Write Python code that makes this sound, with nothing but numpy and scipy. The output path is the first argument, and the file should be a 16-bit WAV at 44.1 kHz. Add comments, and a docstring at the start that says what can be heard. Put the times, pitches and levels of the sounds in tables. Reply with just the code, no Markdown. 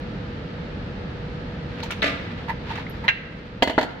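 """Inside a sheet-metal machine cabinet in a workshop, a hand works over a steady rumble and hum (shaped
noise and a drifting sine). Sleeve and wires brush as noise of uneven level; then come light ticks and a faint
nudge, a loose clatter, more soft nudges and ticks, one sharp snap and two rattling clunks as parts are let go.
Each contact rings a dense cloud of short modes, most parts adding clear decaying sines; short pings at hard
contacts each ring one narrow noise band. The room answers contacts and pings with a tail of decaying noise."""
import sys
import numpy as np
from scipy import signal
from scipy.fft import rfft, irfft
from scipy.io import wavfile
from scipy.ndimage import uniform_filter1d, minimum_filter1d, map_coordinates

SR = 44100
rng = np.random.default_rng(int(sys.argv[2]) if len(sys.argv) > 2 else 0)


def pcm_store(signal):
    """Save signal as 16-bit PCM."""
    levels = np.round(np.clip(np.atleast_2d(signal), -1, 1) * 32767)
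    wavfile.write(sys.argv[1], SR, levels.astype(np.int16).T)


N = 176400  # samples: 4 s


def amp(db):
    """Decibel law: 20 dB is a factor of ten in amplitude."""
    return 10 ** (np.asarray(db) / 20)


def unit(x):
    """Normalisation to a root-mean-square of 1."""
    return x / np.sqrt(np.mean(x ** 2) + 1e-20)


def along(points, hz):
    """Logarithmic frequency scale: interpolate (frequency [Hz], value) points along it."""
    f, v = np.transpose(points)
    return np.interp(np.log(hz + 1), np.log(f + 1), v)


def curve(rows):
    """Envelope: (time [s], value) points joined by straight lines, one value per sample."""
    return np.interp(np.arange(N) / SR, *np.transpose(rows))


def wobble(rate):
    """Slow random modulation: a smooth curve through `rate` random knots a second."""
    knots = rng.standard_normal(int(N * rate / SR) + 4)
    return map_coordinates(knots, [np.arange(N) * rate / SR])


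def add(track, s, sound):
    """Superposition: mix a sound into the track at s seconds."""
    target = track[:, round(s * SR):][:, :sound.shape[1]]
    target += sound[:, :target.shape[1]]


def spread(pair, alike):
    """Interaural coherence: mid and side mixed from two unrelated signals set the left-right likeness."""
    size = pair.shape[1]
    likeness = along(alike, np.fft.rfftfreq(size, 1 / SR))
    turn = np.arccos(np.clip(likeness, -1, 1)) / 2
    mid, side = irfft(rfft(pair) * [np.cos(turn), np.sin(turn)], size)
    return np.array([mid + side, mid - side])


def noise(colour, alike):
    """Spectral shaping: white noise weighted by a density curve, in stereo, rms 1."""
    weight = amp(along(colour, np.fft.rfftfreq(N, 1 / SR)))
    spectrum = rfft(rng.standard_normal((2, N))) * weight
    return unit(spread(irfft(spectrum, N), alike))


# workshop air spectrum: (frequency [Hz], relative density [dB per Hz])
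AIR_COLOUR = [(13, -35), (22, -14.5), (44, -2.5), (113, -3), (170, -1), (328, -10.5), (366, -14),
              (443, -11.5), (481, -12), (522, -12.5), (745, -19.5), (877, -18), (1090, -25), (1290, -17.5),
              (1430, -22), (1690, -19.5), (1990, -23.5), (4270, -31.5), (15000, -86)]
# workshop air: (frequency [Hz], left-right likeness [-1 to 1])
AIR_LIKENESS = [(40, .99), (150, 0.98), (300, 0.88), (600, 0.39), (1200, 0), (4000, 0)]
# background level, before a slight tilt to the right: (time [s], level [dB])
BACKGROUND_LEVEL = [(0, -32), (1.7, -32), (2.7, -33), (3.06, -32), (3.13, -37.5), (3.55, -36.5),
                    (3.7, -39.5), (4, -39.5)]
# machine hum, about which pitch and level drift: (frequency [Hz], level over the air [dB])
HUM_TONES = [(486, -13.5)]


def workshop():
    """Broadband noise plus a tone with slow frequency and amplitude modulation: rumble and unsteady hum."""
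    hum = 0
    for hz, db in HUM_TONES:
        level = amp(db + 0.88 * wobble(4.1)) * np.sqrt(2)
        drifting_hz = hz + 1.4 * wobble(8.4)
        hum = hum + level * np.sin(2 * np.pi * np.cumsum(drifting_hz) / SR)
    background = noise(AIR_COLOUR, AIR_LIKENESS) + hum
    return amp(curve(BACKGROUND_LEVEL)) * background * amp([[-.3], [.3]])


# sleeve and wires: (time [s], level [dB])
RUSTLE_LEVEL = [(1.6, -65), (1.8, -39.5), (1.98, -47), (2.25, -43.5), (2.6, -48.5), (2.73, -35),
                (2.85, -45.5), (3.05, -54), (3.15, -53.5)]
# stereo width of rustle, contacts and pings: (frequency [Hz], left-right likeness [-1 to 1])
RING_LIKENESS = [(250, 0.98), (600, 0.94), (920, 0.67), (1300, 0), (2000, 0.2), (4000, 0)]


def rustle():
    """Friction noise, its level modulated at random: sleeve and wires brush as the hand draws back."""
    # (frequency [Hz], relative density [dB per Hz])
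    colour = [(300, -24), (900, 2.5), (2100, 2.5), (4000, -4.0), (7500, -30.0), (10000, -40.5), (14000, -36.5)]
    unevenness = amp(3.3 * wobble(34.92) + 1.8 * wobble(300))
    return amp(curve(RUSTLE_LEVEL)) * unit(noise(colour, RING_LIKENESS) * unevenness)


BASS_RINGS = 0.022  # power by which low modes outlast high ones


def cloud(grain, colour, treble_db, t60):
    """High modal density: half-octave noise bands struck at once, each with its own energy and decay."""
    size = grain.shape[1]
    t, hz = np.arange(size) / SR, np.fft.rfftfreq(size, 1 / SR)
    tilt_db = treble_db * along([(1500, 0), (7000, 1)], hz)
    gain = unit(amp(along(colour, hz) + tilt_db))
    white, out = rfft(spread(grain, RING_LIKENESS)), np.zeros((2, size))
    onset = 1 - np.exp(-(t / .0004) ** 2)
    for low in 125 * 2 ** (np.arange(14) / 2):
        band = gain * (hz >= low) * (hz < low * np.sqrt(2))
        band_t60 = t60 * (1000 / low) ** BASS_RINGS
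        fade = amp(-60 * t / band_t60) * onset
        energy = np.mean(band ** 2) * np.mean(fade ** 2)
        out += unit(irfft(white * band) * fade) * np.sqrt(energy)
    return out


# room tail: (frequency [Hz], reverberation time to -60 dB [s])
REVERBERATION = [(200, 0.79), (900, 0.98), (2200, 1), (5000, 0.71), (12000, 0.44)]


def room(x):
    """Reverberation: convolution with noise in which each frequency dies at its own speed."""
    hz, t, z = signal.stft(rng.standard_normal((2, SR)), SR, nperseg=256)
    decay = amp(-60 * t / along(REVERBERATION, hz)[:, None])
    build_up = 1 - np.exp(-t / 0.0023)
    tail = signal.istft(z * decay * build_up, SR, nperseg=256)[1]
    return signal.fftconvolve(x, tail / np.linalg.norm(tail[0]), axes=1)


SAME_RING = 0.63  # share of ring energy that repeats from contact to contact


def part(contacts, colour, modes, modes_db, room_db, pan_db, attack_s):
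    """Modal superposition: each contact excites a mode cloud, clear modes and the room; pan_db is left over right."""
    out = np.zeros((2, N))
    body = rng.standard_normal((2, 16384))
    t = np.arange(body.shape[1]) / SR
    pan = np.array([[pan_db], [-pan_db]]) / 2
    for s, db, treble_db, t60 in contacts:
        fresh = rng.standard_normal(body.shape)
        grain = np.sqrt(SAME_RING) * body + np.sqrt(1 - SAME_RING) * fresh
        ring = cloud(grain, colour, treble_db, t60)
        for k, (hz, level, life) in enumerate(modes):
            # opposite phase shifts left and right give the mode its stereo likeness
            apart = (-1) ** k * np.arccos(np.clip(along(RING_LIKENESS, hz), -1, 1)) / 2
            phase = 2 * np.pi * hz * t + rng.normal(0, 0.66) + np.array([[apart], [-apart]])
            mode_db = modes_db + level + rng.normal(0, 2.46) - 60 * t / life
            ring = ring + amp(mode_db) * np.sin(phase) * (1 - np.exp(-t / 0.0013))
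        ring = ring * amp(db + pan) * (1 - np.exp(-t / attack_s))
        add(out, s, ring)
        add(out, s, amp(room_db) * room(ring))
    return out


# light contacts of small parts: (time [s], level [dB], treble tilt [dB], t60 near 1 kHz [s])
TICK_CONTACTS = [(1.802, -31, -10, .04), (1.832, -31, 6.5, 0.096), (1.905, -25.5, -10, 0.06),
                 (1.910, -29, 7, 0.063), (1.920, -28, -6, .1), (2.708, -40, -6, .08), (2.754, -30, -12, .1)]
# cloud spectrum: (frequency [Hz], relative density [dB per Hz])
TICK_SPECTRUM = [(200, -32), (700, -7.5), (1300, -4), (2600, 2), (3900, -3.5), (4900, -13.5), (6200, -11),
                 (9000, -29.5), (15000, -26)]


def ticks():
    """Impact on small bodies: dense modes alone, without clear tones."""
    return part(TICK_CONTACTS, TICK_SPECTRUM, [], modes_db=0, room_db=-11, pan_db=-2.0, attack_s=0.00062)


# short pings at hard contacts: (time [s], level [dB], pitch [Hz], t60 near 1 kHz [s])
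HARD_PINGS = [(1.827, -31, 4200, 0.06), (1.9055, -29.5, 1440, 0.076), (1.909, -41, 9300, 0.033),
              (2.0197, -16.5, 3650, 0.022), (1.918, -30, 2700, .06), (2.027, -20, 1990, .025),
              (2.042, -23, 560, .05), (2.058, -22, 2500, 0.049), (2.865, -30, 2060, .04),
              (2.896, -47, 12000, .08), (3.0802, -19, 3960, 0.022), (3.0857, -8, 1900, 0.02),
              (3.6237, -10, 3070, 0.028), (3.779, -14.5, 1420, 0.046)]
PING_OCTAVES, PING_SKIRT_DB = 0.34, -29  # reach either side of the pitch, and relative density there
PING_ROOM_DB = -12


def pings():
    """Narrow-band resonance: each short ping at a hard contact rings one noise band briefly, then the room."""
    out = np.zeros((2, N))
    reach = 2 ** PING_OCTAVES
    for s, db, hz, t60 in HARD_PINGS:
        colour = [(hz / reach ** 3, -80), (hz / reach, PING_SKIRT_DB), (hz, 0),
                  (hz * reach, PING_SKIRT_DB), (hz * reach ** 3, -80)]
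        ring = cloud(rng.standard_normal((2, 8192)), colour, 0, t60)
        add(out, s, amp(db) * ring)
    return out + amp(PING_ROOM_DB) * room(out)[:, :N]


# soft contacts with a hollow part: (time [s], level [dB], treble tilt [dB], t60 near 1 kHz [s])
NUDGE_CONTACTS = [(1.831, -29.5, -8, 0.033), (2.482, -28.5, -2, 0.12), (2.493, -20.5, -4.5, 0.11),
                  (2.704, -28, -9.5, 0.069), (2.775, -28.5, -5, 0.11), (3.039, -29.5, -4, 0.18)]
# cloud spectrum: (frequency [Hz], relative density [dB per Hz])
NUDGE_SPECTRUM = [(300, -15), (740, -16), (920, 6.5), (1150, -14), (1600, -8), (2000, -1.5), (2700, -17),
                  (4200, -20), (8000, -43), (13000, -38)]
# clear modes: (frequency [Hz], relative level [dB], t60 [s])
NUDGE_TONES = [(854, -10, 0.076), (905, 8, 0.093), (1950, -10.5, 0.19)]


def nudges():
    """Soft impact: on a hollow part, a slower rise rounds the onset of the modes."""
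    return part(NUDGE_CONTACTS, NUDGE_SPECTRUM, NUDGE_TONES,
                modes_db=-7, room_db=-21, pan_db=-2.5, attack_s=0.0018)


# contacts of a loose part: (time [s], level [dB], treble tilt [dB], t60 near 1 kHz [s])
CLATTER_CONTACTS = [(2.023, -16, -7, 0.042), (2.0275, -16, -2.5, 0.057), (2.0415, -17.5, -1.5, 0.089),
                    (2.0585, -19.5, -2, 0.064), (2.067, -25.5, 2, 0.11), (2.077, -22.5, -2.5, 0.11),
                    (2.094, -27.5, -3, 0.13)]
# cloud spectrum: (frequency [Hz], relative density [dB per Hz])
CLATTER_SPECTRUM = [(150, -28), (350, -12), (600, 0), (800, -14), (1050, -15.5), (1250, -10), (2000, -1),
                    (2500, -5.5), (3800, -8), (5500, -21), (9000, -38), (15000, -42)]
# clear modes: (frequency [Hz], relative level [dB], t60 [s])
CLATTER_TONES = [(286, -2, 0.41), (672.4, -11, 0.35), (1208, -4, 0.29), (1390, -4, 0.11), (1730, -7, .2),
                 (1975, 1, 0.14), (2180, -2.5, 0.21), (2800, -7, .2)]


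def clatter():
    """Repeated impact: a loose part strikes in quick succession and its modes overlap."""
    return part(CLATTER_CONTACTS, CLATTER_SPECTRUM, CLATTER_TONES,
                modes_db=-11.5, room_db=-8.5, pan_db=-1.0, attack_s=0.00011)


# a stiff part snapping home: (time [s], level [dB], treble tilt [dB], t60 near 1 kHz [s])
SNAP_CONTACTS = [(3.0807, -6.5, -3, 0.019), (3.0855, -9, 2, 0.065)]
# cloud spectrum: (frequency [Hz], relative density [dB per Hz])
SNAP_SPECTRUM = [(200, -52), (700, -17), (1350, -9.5), (1850, 0.5), (2700, -3), (3300, -12), (4000, -16.5),
                 (5200, -31.5), (6500, -30), (8000, -67), (14000, -51)]
# clear modes: (frequency [Hz], relative level [dB], t60 [s])
SNAP_TONES = [(1605, -0.5, 0.17), (1850, -9, 0.2), (2030, 3.5, 0.076), (2294, -6, 0.14), (2680, -10, 0.19),
              (2750, -2, .22), (3990, -11.5, 0.12)]


def snap():
    """Hard impact: a stiff part snaps home with two contacts of very short rise."""
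    return part(SNAP_CONTACTS, SNAP_SPECTRUM, SNAP_TONES,
                modes_db=-13.5, room_db=-17.0, pan_db=-1.5, attack_s=0.00012)


# heavy parts on the cabinet: (time [s], level [dB], treble tilt [dB], t60 near 1 kHz [s])
CLUNK_CONTACTS = [(3.6228, -8, -3, 0.047), (3.627, -13.5, 10.5, 0.066), (3.674, -18, 1.5, 0.07),
                  (3.696, -20.5, 1, 0.1), (3.7785, -9, -17, 0.066), (3.785, -16, 0, 0.077),
                  (3.811, -19, 2.5, 0.07), (3.828, -21, 3.5, 0.086)]
# cloud spectrum: (frequency [Hz], relative density [dB per Hz])
CLUNK_SPECTRUM = [(120, -31), (225, -19), (280, 4.5), (420, -7.5), (590, 1), (760, -6.5), (960, -1),
                  (1130, -18), (1900, -4.5), (2450, -17.5), (3300, -11.5), (3850, -19.5), (4400, -17),
                  (5300, -30.5), (7000, -32), (9800, -46.5), (14000, -42)]
# clear modes: (frequency [Hz], relative level [dB], t60 [s])
CLUNK_TONES = [(263, 1, 0.13), (352, -6, .12), (534, -5, 0.12), (636, -4.5, 0.17), (770, -7, 0.11),
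               (939, -0.5, 0.057), (1460, -8, 0.12), (1900, -10, 0.11), (2050, -3, 0.16), (4355, -17, 0.23)]


def clunks():
    """Impact and rebound: heavy parts knock on the cabinet, exciting its low modes, and rattle."""
    return part(CLUNK_CONTACTS, CLUNK_SPECTRUM, CLUNK_TONES,
                modes_db=-11.5, room_db=-15.0, pan_db=-1.5, attack_s=0.00047)


def scene():
    """Linear superposition of all sources."""
    return workshop() + rustle() + ticks() + pings() + nudges() + clatter() + snap() + clunks()


PEAK_LIMIT = .72  # amplitude held before the low-pass
TOP_HZ = 15600


def record(dry):
    """Peak limiting and low-pass filtering: gain dips about 1 ms around loud peaks; a steep filter cuts the top."""
    need = np.minimum(1, PEAK_LIMIT / (np.abs(dry).max(axis=0) + 1e-9))
    gain = uniform_filter1d(minimum_filter1d(need, size=45), size=45)
    low_pass = signal.butter(30, TOP_HZ, fs=SR, output="sos")
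    return signal.sosfilt(low_pass, dry * gain)


dry = scene()
out = record(dry)
pcm_store(out)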